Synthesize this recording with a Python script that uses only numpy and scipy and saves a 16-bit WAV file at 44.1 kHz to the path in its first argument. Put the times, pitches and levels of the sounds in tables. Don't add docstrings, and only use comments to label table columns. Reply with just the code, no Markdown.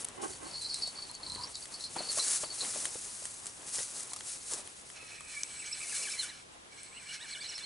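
import sys
import numpy as np
from scipy import signal
from scipy.fft import rfft, irfft, next_fast_len
from scipy.io import wavfile
from scipy.ndimage import uniform_filter1d, map_coordinates

SR = 44100
rng = np.random.default_rng(int(sys.argv[2]) if len(sys.argv) > 2 else 0)


def transcribe(signal):
    frames = np.atleast_2d(signal).T
    limited = np.clip(frames, -1, 1)
    pcm = np.round(limited * 32767).astype(np.int16)
    wavfile.write(sys.argv[1], SR, pcm)


def voltage_ratio(level):
    return 10 ** (np.asarray(level, float) / 20)


N = 337365


def unit(x):
    return x / np.sqrt(np.mean(x ** 2) + 1e-20)


def along(points, hz):
    f, value = np.transpose(points)
    return np.interp(np.log(hz + 1), np.log(f + 1), value)


def curves(rows):
    s, *columns = np.transpose(rows)
    return [np.interp(np.arange(N) / SR, s, column) for column in columns]


def wobble(rate):
    knots = rng.standard_normal(int(N * rate / SR) + 4)
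    return map_coordinates(knots, [np.arange(N) * rate / SR])


def filtered(x, response):
    m = next_fast_len(N + SR // 2)
    return irfft(rfft(x, m) * response(np.fft.rfftfreq(m, 1 / SR)), m)[..., :N]


def coloured(x, spectrum):
    return unit(filtered(x, lambda hz: voltage_ratio(along(spectrum, hz))))


def modes(table):
    def response(f):
        total = 0
        for k, (centre, width, db) in enumerate(table):
            resonance = 1j * f * width / (centre * centre - f * f + 1j * f * width)
            total = total + (-1) ** k * voltage_ratio(db) * resonance
        return total
    return response


def crumbs(rate, spread_db, hiss):
    chance = rng.random((2, N))
    size_db = np.minimum(-spread_db * np.log(chance[1] + 1e-9), 11)
    breaks = (chance[0] < rate / SR) * voltage_ratio(size_db) * rng.choice([-1, 1], N)
    share = np.clip(hiss, 0, 1)
    return np.sqrt(1 - share) * unit(breaks) + np.sqrt(share) * rng.standard_normal(N)


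def ring(hz, t60, t, attack):
    return np.sin(2 * np.pi * hz * t) * voltage_ratio(-60 * t / t60) * (1 - np.exp(-t / attack))


def add(track, s, sound):
    track[max(round(s * SR), 0):][:len(sound)] += sound


def swells(rows, bed_db):
    t = np.arange(0, N + 32, 32) / SR
    s, db, rise, fall = np.transpose(rows)[:, :, None]
    distance = np.where(t < s, (s - t) / np.abs(rise), (t - s) / np.abs(fall))
    drop_db = 10 * distance ** 1.18
    power = voltage_ratio(2 * (db - drop_db)).sum(0)
    return np.sqrt(np.interp(np.arange(N) / SR, t, power) + voltage_ratio(2 * bed_db))


def scuffs(table, body):
    t = np.arange(N) / SR
    swell = sum(voltage_ratio(db) * np.exp(-((t - s) / half) ** 2) for s, half, db in table)
    return swell * voltage_ratio(2 * wobble(59.66)) * unit(filtered(rng.standard_normal(N), modes(body)))


# (time [s], peak level [dB], pitch [Hz], time to fall 60 dB [s])
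HIGH_STRIKES = [(0.3242, -46, 4500, 0.09), (0.4534, -48, 4440, 0.09), (0.4688, -45.5, 4440, 0.079),
                (0.5112, -44, 4490, 0.082), (0.5327, -38.5, 4490, 0.09), (0.543, -37, 4440, 0.09),
                (0.5638, -36, 4460, 0.1), (0.6429, -36, 4470, 0.11), (0.6963, -33, 4530, 0.078),
                (0.7244, -38, 4450, 0.09), (0.7444, -38, 4480, 0.09), (0.8222, -31, 4480, 0.09),
                (0.8318, -31, 4450, 0.11), (0.866, -37.5, 4470, 0.13), (0.9557, -43, 4480, 0.11),
                (0.9852, -36.5, 4480, 0.061), (1.021, -36, 4480, 0.12), (1.1401, -42, 4460, 0.09),
                (1.263, -38.5, 4470, 0.09), (1.3453, -40, 4470, 0.11), (1.7404, -36.5, 4480, 0.077),
                (1.8961, -53, 4410, 0.09), (1.9834, -36, 4480, 0.09), (2.0323, -38, 4470, 0.09),
                (2.0494, -38, 4450, 0.09), (2.0867, -29.5, 4450, 0.094), (2.2225, -37, 4570, 0.08),
                (2.4438, -39.5, 4550, 0.084), (2.501, -36.5, 4460, 0.1), (2.6017, -34.5, 4400, 0.086)]
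# (time [s], peak level [dB], pitch [Hz], time to fall 60 dB [s])
HIGH_HELD = [
    (0.9736, -37, 4500, 0.035),
    (1.233, -35, 4410, 0.032),
    (1.4112, -34, 4490, 0.031),
    (1.5434, -36, 4540, 0.038),
    (1.5533, -35, 4420, 0.032),
    (1.6247, -39, 4570, 0.038),
    (1.863, -42, 4460, 0.035),
]
# (time [s], peak level [dB], pitch [Hz], time to fall 60 dB [s])
LOW_STRIKES = [(0.5427, -39, 4220, 0.07), (0.6117, -37, 4100, 0.07), (0.6246, -36, 4100, 0.087),
               (0.6448, -34, 4100, 0.092), (0.7078, -30.5, 4320, 0.07), (0.7426, -32, 4100, 0.07),
               (0.754, -31, 4100, 0.084), (1.092, -39, 4230, 0.074), (1.232, -37, 4210, 0.064),
               (1.2645, -35.5, 4120, 0.07), (1.2987, -33, 4100, 0.083), (1.3199, -36, 4100, 0.07),
               (1.3446, -38.5, 4090, 0.084), (1.384, -40, 4130, 0.062), (1.4112, -42, 4210, 0.07),
               (1.8392, -29.5, 4200, 0.061), (1.9907, -31, 4220, 0.076), (2.0994, -35.5, 4230, 0.07),
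               (2.195, -26.5, 4100, 0.07), (2.4618, -43, 4000, 0.07), (2.6068, -27, 4070, 0.057)]
# (time [s], peak level [dB], pitch [Hz], time to fall 60 dB [s])
LOW_HELD = [
    (0.8649, -34, 3920, 0.035),
    (1.1594, -48, 4020, 0.035),
    (1.555, -33.5, 3960, 0.035),
    (1.7245, -43, 4300, 0.035),
    (1.8004, -37, 3940, 0.035),
    (1.8083, -35, 4200, 0.032),
]
# (time [s], peak level [dB], pitch [Hz])
SHELL_CLINKS = [(0.5102, -43, 5080), (0.5317, -41, 5070), (0.5487, -40, 5030), (0.6105, -38, 5070),
                (0.6429, -35, 5010), (0.693, -33, 4800), (0.7064, -34, 4780), (0.7214, -34, 4840),
                (0.7422, -34, 4980), (0.7564, -33, 5080), (0.8215, -28, 4760), (0.8714, -37, 5000),
                (0.9727, -42, 4710), (1.0201, -44, 4760), (1.2316, -53, 4880), (1.2615, -46, 4900),
                (1.2974, -42, 5620), (1.4104, -36, 4850), (1.4347, -25.5, 4730), (1.472, -36, 5540),
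                (1.5434, -36, 4830), (1.5544, -37, 4820), (1.7399, -36, 4850), (1.7589, -43, 4980),
                (1.8093, -39, 5300), (1.8412, -35.5, 5000), (1.8622, -41, 5070), (2.0857, -35, 4910),
                (2.1934, -29, 5630)]
# (multiple of the pitch [ratio], level [dB])
HIGH_SHELL = [(1, 0.5), (.955, -9.5), (1.99, -13.5)]
LOW_SHELL = [(1, 1), (.957, -8), (1.035, -7), (2.02, -10)]
CLINK_SHELL = [(1, 1.5), (1.07, -4), (1.15, -8)]
# (pitch [Hz], width [Hz], level [dB])
ROLLING_PELLETS = [(4100, 200, -1.5), (4470, 160, 2), (5000, 500, -7)]


def bells():
    rebound_s, rebound_db = 0.011, -7
    out, t = np.zeros(N + SR), np.arange(SR // 8) / SR
    clinks = [(*row, 0.024) for row in SHELL_CLINKS]
    groups = [(HIGH_STRIKES + HIGH_HELD, HIGH_SHELL, 0.3),
              (LOW_STRIKES + LOW_HELD, LOW_SHELL, -1.5),
              (clinks, CLINK_SHELL, -1.5)]
    for strikes, shell, gain_db in groups:
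        luck = rng.standard_normal((len(strikes), 3, 6))
        for (s, db, hz, t60), bounces in zip(strikes, luck):
            for k, chance in enumerate(bounces):
                sound = 0
                for (ratio, level), uneven in zip(shell, chance):
                    sound = sound + voltage_ratio(level + 1.2 * uneven) * ring(hz * ratio, t60, t, attack=0.00087)
                delay = k * rebound_s * (1 + 0.3 * np.tanh(chance[-1]))
                add(out, s + delay, voltage_ratio(db + gain_db + rebound_db * k) * sound)
    struck = out[:N] * voltage_ratio(2 * wobble(220))
    shaking = np.sqrt(np.abs(uniform_filter1d(struck ** 2, size=2600)))
    rolling = unit(filtered(crumbs(rate=500, spread_db=4, hiss=0.3), modes(ROLLING_PELLETS)))
    return struck + voltage_ratio(-8) * shaking * rolling


# (time [s], tooth rate [Hz], tooth tone [dB], its octave [dB])
FIRST_CRANKING = [(5.0, 1290, -63, -55), (5.32, 1253, -64, -55.5), (5.375, 1162, -60, -49),
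                  (5.42, 1200, -70, -56), (5.47, 1284, -69, -63), (5.565, 2080, -58, -63),
                  (5.605, 2800, -47.5, -60), (5.64, 1950, -51, -65), (5.668, 3300, -48, -42),
                  (5.697, 2050, -52, -60), (5.73, 2680, -45, -43), (5.77, 1600, -65.5, -67),
                  (5.818, 2577, -42.5, -51), (5.86, 1800, -60, -70), (5.897, 2745, -46, -58),
                  (5.94, 1600, -51, -60), (5.978, 2720, -51, -44), (6.005, 2050, -54, -55),
                  (6.035, 2794, -48, -44), (6.088, 1550, -46, -48.5), (6.117, 2620, -47, -43),
                  (6.16, 2046, -50.5, -54), (6.205, 2083, -49.5, -38), (6.245, 1503, -48, -53),
                  (6.265, 1450, -66, -66), (6.298, 2016, -47, -47), (6.33, 1500, -58, -59),
                  (6.38, 1398, -72, -78)]
SECOND_CRANKING = [(6.9, 1051, -70, -67), (6.975, 1427, -57.5, -50.5), (7.04, 993, -63, -57),
                   (7.11, 1501, -60, -51.5), (7.17, 1250, -68, -63), (7.232, 1960, -47, -47),
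                   (7.275, 1417, -64, -58), (7.325, 2250, -50.5, -49), (7.36, 1450, -59, -51),
                   (7.385, 1550, -53, -58), (7.42, 2377, -53, -40.5), (7.455, 1955, -52.5, -48),
                   (7.495, 2894, -52, -42), (7.53, 1850, -58.5, -45), (7.56, 2800, -58, -44.5),
                   (7.605, 1747, -57.5, -53), (7.648, 2150, -63, -46.5)]
# (time [s], effort [dB], line tension [dB])
CRANK_EFFORT = [(4.92, -80, -84), (4.964, -52, -75), (5.303, -51.5, -54), (5.45, -53, -51),
                (5.812, -45, -45), (5.857, -58.5, -71), (5.93, -47.5, -46), (6.3, -45, -64),
                (6.425, -53.5, -63), (6.46, -85, -79), (6.68, -86, -85), (6.725, -54.5, -62),
                (6.805, -53, -57), (7.054, -56, -54), (7.1, -49, -51), (7.174, -50.5, -58),
                (7.333, -47.5, -51), (7.638, -44.5, -55.5)]
# (pitch [Hz], width [Hz], level [dB])
REEL_HOUSING = [(950, 44, -22), (1360, 60, -19), (1677, 190, -6.5), (2150, 18, 2.5), (2306, 45, 5),
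                (2577, 17, 1.5), (2920, 170, -7.5), (3520, 30, 0.5), (4180, 134, -1), (4870, 60, -2.5),
                (5380, 280, -5), (6660, 130, -2.5)]
# (pitch [Hz], width [Hz], level [dB])
LINE_ROLLER = [(7880, 210, 4), (8350, 320, -1), (9270, 180, -8.5)]


def reel():
    s, *points = np.transpose(FIRST_CRANKING + SECOND_CRANKING)
    gear_db, roller_db = curves(CRANK_EFFORT)
    place = np.interp(np.arange(N) / SR, s, np.arange(len(s)))
    k = np.minimum(place.astype(int), len(s) - 2)
    ease = (1 - np.cos(np.pi * (place - k))) / 2
    hz, tone_db, octave_db = (v[k] + ease * (v[k + 1] - v[k]) for v in points)

    uneven_hz = hz * (1 + 0.031 * wobble(400))
    turn = 2 * np.pi * np.cumsum(uneven_hz) / SR
    teeth = np.zeros(N)
    for n, db in [(0.5, tone_db - 11), (1, tone_db + 3), (1.5, octave_db - 4), (2, octave_db + 4.5),
                  (3, octave_db - 9)]:
        teeth += voltage_ratio(db + 3 * wobble(160) + 2.6 * wobble(50) - 1.5) * np.sin(n * turn)
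    whine = np.minimum(voltage_ratio(gear_db + 57), 1) * teeth

    load = hz / uniform_filter1d(hz, size=5000)
    grind_gain = voltage_ratio(gear_db + 8.5 + 4 * wobble(32)) * load ** 0.5
    grind = grind_gain * crumbs(rate=4000, spread_db=1.5, hiss=0.8)
    hiss = voltage_ratio(roller_db + 13 + 1.5 * wobble(25)) * load ** 0.7 * rng.standard_normal(N)

    body = modes(REEL_HOUSING)
    whine = filtered(whine, lambda f: 0.42 + voltage_ratio(3.5) * body(f))
    grind = filtered(grind, lambda f: body(f) + 0.21 * (f > 1200))
    return whine + grind + filtered(hiss, modes(LINE_ROLLER))


# (time of peak [s], crackle level [dB], 10 dB rise [s], 10 dB fall [s])
STALK_SWEEPS = [(.04, -51, 4, 0), (.215, -52.5, 0, 0.31), (.622, -53, 0.07, 0.08),
                (.753, -50.5, 0.02, 0.15), (1.357, -57.5, -0.15, 0), (1.63, -53, 0.12, .06),
                (1.8, -55.5, 0.26, 0.1), (1.965, -50, 0.06, -0.5), (2.125, -42, 0.02, 0.16),
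                (2.185, -38, 0.0553, 0.11), (2.26, -39.5, 0.0966, 0.11), (2.35, -37.5, 0.0961, 0.0648),
                (2.614, -46, 0.08, 0.23), (2.76, -44.5, 0.17, 0.38), (3.253, -52.5, -1.6, 0.22),
                (3.457, -57, -0.9, 0.4), (3.79, -39, 0.07, 0.07), (4.036, -46, 0.13, 0),
                (4.146, -54.5, 0.6, 0.33), (4.305, -43.5, 0.06, 0.066), (4.53, -44.5, 0.08, 0.07),
                (5.034, -62, 0.8, 0.25), (5.3, -54.5, -0.02, 0.27), (5.83, -54.5, 0.03, 0.3),
                (5.986, -43.5, 0.17, 0.1255), (6.13, -50, 0.15, 0.04), (6.241, -48, 0.19, -0.01),
                (7.498, -64, -0.7, -0.1)]
# (time of peak [s], crush level [dB], 10 dB rise [s], 10
# dB fall [s])
SOLE_PRESSES = [(0, -58, .1, -0.5), (.249, -56.5, -2, 0.7), (1.417, -58.5, 1, 0.4), (1.8, -58, 0.3, 0),
                (2.175, -54.5, -0.4, 0.7), (2.449, -52.5, -0.03, 0.07), (2.634, -48, 0.02, -0.12),
                (2.749, -48, 0, 0.14), (3.238, -61.5, 0.4, -0.8), (3.79, -59, 0.5, 0.5),
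                (4.141, -62.5, -0.2, 0.24), (4.53, -52, 0.04, 0.16), (5.986, -58, 0.15, 0.25),
                (1.958, -44, .005, .09),
]
# (time [s], level [dB])
RESTLESS_FEET = [
    (1.5, -62),
    (1.9, -69),
    (2.5, -64),
    (3.0, -63),
    (4.6, -60),
    (4.95, -65),
    (5.7, -60),
    (6.3, -59),
    (6.44, -71.5),
    (7.65, -67),
]
# (frequency [Hz], level per Hz [dB])
STALK_COLOUR = [(710, -38), (1200, -16), (3270, -16.5), (4060, -10), (8370, -2), (10400, -2.5),
                (11300, -6.5), (14700, -79), (22000, -120)]
TURF_COLOUR = [(88, -29), (150, -11.5), (365, -5.5), (1100, -7), (1400, -11.5), (3000, -13.5),
               (3900, -15.5), (6600, -120)]


def grass():
    clumps = 0.7 * wobble(35)
    crackle = coloured(crumbs(rate=3000, spread_db=7.5, hiss=0.59), STALK_COLOUR)
    crush = coloured(crumbs(rate=500, spread_db=5.5, hiss=0.8), TURF_COLOUR)
    shuffle_db, = curves(RESTLESS_FEET)
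    turf_bed_db = -62 + 0.19 * (shuffle_db - shuffle_db.mean())
    stalks = swells(STALK_SWEEPS, shuffle_db) * voltage_ratio(6.5 + 2.35 * clumps + 0.99 * wobble(120))
    turf = swells(SOLE_PRESSES, turf_bed_db) * voltage_ratio(0.4 * clumps + 1.93 * wobble(25))
    return stalks * crackle + turf * crush


# (time [s], peak level [dB], pitch [Hz], low crack level [dB])
THIN_TWIGS = [(0.046, -27, 10500, -36), (0.0493, -24.5, 8960, -31), (0.0864, -32, 8040, -45.5),
              (0.335, -37.5, 7700, -13), (0.6225, -36, 8900, -28), (0.7434, -26, 8950, -40),
              (0.8758, -32.5, 8300, -31), (1.1138, -35, 10200, -30), (1.1513, -37, 6640, -43),
              (1.2981, -42, 9000, -30), (1.32, -37, 8600, -30), (1.3603, -37, 8500, -8.5),
              (1.555, -34.5, 7000, -22), (1.656, -38, 8000, -9), (2.44, -50, 7000, -3),
              (2.649, -44, 6000, 3), (2.737, -42, 8260, -4), (3.79, -42, 8000, 3), (3.2549, -29, 8350, -16),
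              (3.458, -34, 7550, -17), (3.7473, -33, 8350, -16), (4.0067, -31, 8450, -22),
              (4.208, -38, 6880, -3.5), (4.675, -37.5, 9150, -13), (4.9013, -40.5, 9440, -6),
              (5.2078, -39, 9450, -10), (5.434, -22.5, 6070, -51), (6.8324, -36, 9340, -22),
              (7.5805, -38, 8350, -5)]
# (time [s], peak level [dB], pitch [Hz], low crack level [dB])
THICK_TWIGS = [
    (2.8547, -23, 9800, -11),
    (3.4675, -29.5, 8250, -65),
    (4.1339, -28.5, 9590, -38),
    (4.163, -33.5, 9500, -29),
    (4.5355, -26, 7220, -24),
]


def twigs():
    out, t = np.zeros(N + SR), np.arange(SR // 40) / SR
    thin = [(*row, 0.015) for row in THIN_TWIGS]
    thick = [(*row, 0.048) for row in THICK_TWIGS]
    for s, db, hz, low_db, t60 in sorted(thin + thick):
        click = ring(hz, 0.0038, t, attack=0.00004) + 0.32 * ring(0.88 * hz, 0.0027, t, attack=0.00003)
        crack = ring(2020, 0.0064, t, attack=0.00005) + 1.2 * ring(3170, 0.006, t, attack=0.00005)
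        splinters = 0.3 * voltage_ratio(-60 * t / t60) * np.diff(rng.standard_normal(len(t) + 1))
        add(out, s, voltage_ratio(db + 7.5) * (click + voltage_ratio(low_db - 0.5) * crack + splinters))
    return out[:N]


# (time [s], peak level [dB], pitch [Hz])
BOOT_THUDS = [(0.874, -42.5, 617), (0.987, -42.5, 1090), (1.359, -42, 334), (1.963, -29.5, 800),
              (2.005, -34, 636), (2.098, -46, 510), (2.173, -32.5, 570), (2.185, -31.5, 1027),
              (2.433, -33.5, 538), (2.436, -38.5, 1050), (2.62, -41.5, 420), (2.737, -43, 1180),
              (2.759, -41.5, 530), (2.955, -36.5, 457), (3.221, -45.5, 576), (3.456, -49, 1220),
              (4.205, -47, 1230), (4.521, -41, 450), (3.783, -38.5, 472), (3.803, -41.5, 493),
              (4.118, -43.5, 910), (4.134, -43, 1000), (4.162, -45.5, 1140), (4.539, -41.5, 444),
              (5.027, -47.5, 440), (5.206, -44.5, 1130)]


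def boots():
    out, grit, t = np.zeros(N + SR), np.zeros(N + SR), np.arange(SR // 12) / SR
    for s, db, hz in BOOT_THUDS:
        knock = ring(hz * (1 + 12 * t), 0.023, t, attack=0.0018)
        knock += 0.47 * ring(1.44 * hz, 0.01, t, attack=0.0011)
        push = voltage_ratio(-12.0) * (500 / hz) * ring(148, 0.029, t, attack=0.0029)
        add(out, s, voltage_ratio(db + 7) * (knock + push))
        add(grit, s, voltage_ratio(db - 5.0 - 60 * t / 0.047) * (1 - np.exp(-t / 0.0027)))
    return out[:N] + grit[:N] * coloured(rng.standard_normal(N), TURF_COLOUR)


# (time [s], peak level [dB], pitch [Hz])
STALK_TICKS = [(3.4953, -37, 5600), (3.7832, -26, 5280), (3.8361, -32, 5960), (3.9643, -42, 4520),
               (4.0067, -36, 5690), (4.1104, -36, 4200), (4.1339, -32.5, 4540), (4.1623, -32, 5620),
               (4.1888, -36, 4440), (4.2067, -36, 4370), (4.3125, -35.5, 6490), (4.521, -32, 5740),
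               (4.535, -42, 3310), (4.535, -26, 5440), (4.6742, -40, 4120), (4.9061, -40, 5180)]
# (pitch [Hz], level [dB], time to fall 60 dB [s])
HOLLOW_ROOT = [
    (498, -45, .07),
    (1930, -38, 0.064),
    (1550, -48, .04),
]


def ticks():
    out, t = np.zeros(N + SR), np.arange(SR // 12) / SR
    for s, db, hz in STALK_TICKS:
        add(out, s, voltage_ratio(db + 0.5) * ring(hz, 0.0083, t, attack=0.00022))
    for hz, db, t60 in HOLLOW_ROOT:
        add(out, 3.782, voltage_ratio(db) * ring(hz, t60, t, attack=0.003))
    return out[:N]


# (time [s], half length [s], level [dB])
SLEEVE_RUBS = [
    (1.105, 0.014, -54),
    (1.21, 0.013, -56.5),
    (1.28, 0.015, -51.5),
    (1.33, 0.038, -56),
    (1.41, 0.036, -49.5),
]


def sleeve():
    return scuffs(SLEEVE_RUBS, [(1000, 74, 0)])


# (time [s], half length [s], level [dB])
PAIL_NUDGES = [
    (.2, 0.033, -50),
    (.228, 0.033, -48.5),
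    (.25, 0.022, -48.5),
    (.3, 0.024, -52),
    (.44, 0.044, -51),
]
# (pitch [Hz], width [Hz], level [dB])
PAIL_BODY = [(365, 55, 3), (803, 71, -2), (1080, 58, -3.5), (1564, 42, -5), (2000, 59, -10),
             (3030, 110, -14.5)]


def pail():
    return scuffs(PAIL_NUDGES, PAIL_BODY)


# (time [s], level [dB])
BREEZE_LEVEL = [
    (0, -65.5),
    (.22, -60),
    (.6, -64),
    (1.2, -64),
    (1.38, -52.5),
    (1.5, -65.5),
    (7.65, -69),
]
# (frequency [Hz], level per Hz [dB])
SHARED_HISS = [(120, -20), (250, -11), (1000, -20.5), (4000, -14), (11300, -24)]
DIFFERING_HISS = [(120, -17.5), (300, -8), (1000, -7), (4000, -15), (11300, -24)]
RUMBLE_COLOUR = [(12, -38), (25, -7.5), (70, -1), (150, -2.5), (300, -10), (600, -74)]


def air():
    mid = voltage_ratio(-61.0 + 2.5 * wobble(2.72)) * coloured(rng.standard_normal(N), SHARED_HISS)
    side = voltage_ratio(-56.5 + 0.64 * wobble(3.0)) * coloured(rng.standard_normal(N), DIFFERING_HISS)
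    gust = voltage_ratio(curves(BREEZE_LEVEL)[0] + 0.45 * wobble(8.4))
    mid = mid + gust * coloured(rng.standard_normal(N), RUMBLE_COLOUR)
    side = side + voltage_ratio(-16) * gust * coloured(rng.standard_normal(N), RUMBLE_COLOUR)
    return np.array([mid + side, mid - side])


# (frequency [Hz], level under the sum [dB])
BUSH_ECHOES = [(100, -9), (350, -6), (1100, -2.5), (3600, -9), (6500, -17.5), (11000, -11.5)]
# (frequency [Hz], phase [radians])
LEFT_LEAD = [(50, -0.15), (780, -0.13), (1800, -0.46), (5250, 0.48), (11000, 0.22)]


def ports(x, pan_db, lead, scatter_db):
    t = np.arange(SR // 20) / SR
    tail = rng.standard_normal(len(t)) * voltage_ratio(-60 * t / 0.045)
    smear = signal.fftconvolve(x, tail / np.linalg.norm(tail))[:N]
    side = filtered(smear, lambda hz: voltage_ratio(along(BUSH_ECHOES, hz) + scatter_db))
    half = np.array([[0.5], [-0.5]])
    direct = filtered(x, lambda hz: voltage_ratio(pan_db * half) * np.exp(1j * lead * half * along(LEFT_LEAD, hz)))
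    return direct + 2 * half * side


def scene():
    hand = ports(bells() + sleeve(), pan_db=0.0, lead=0.45, scatter_db=-2.5)
    cranking = ports(reel(), pan_db=-1.0, lead=0.35, scatter_db=-6.0)
    ground = ports(grass() + twigs() + boots() + ticks(), pan_db=1.5, lead=0.57, scatter_db=-4.0)
    bucket = ports(pail(), pan_db=-0.5, lead=1.5, scatter_db=6)
    return hand + cranking + ground + bucket + air()


def roll_off(x):
    return signal.sosfilt(signal.butter(12, 12300, fs=SR, output="sos"), x)


def record(dry):
    mix = filtered(dry, lambda hz: 1 / (1 + (hz / 11000) ** 90) + voltage_ratio(-77) * (hz < 14500))
    return roll_off(mix)


dry = scene()
out = record(dry)
transcribe(out)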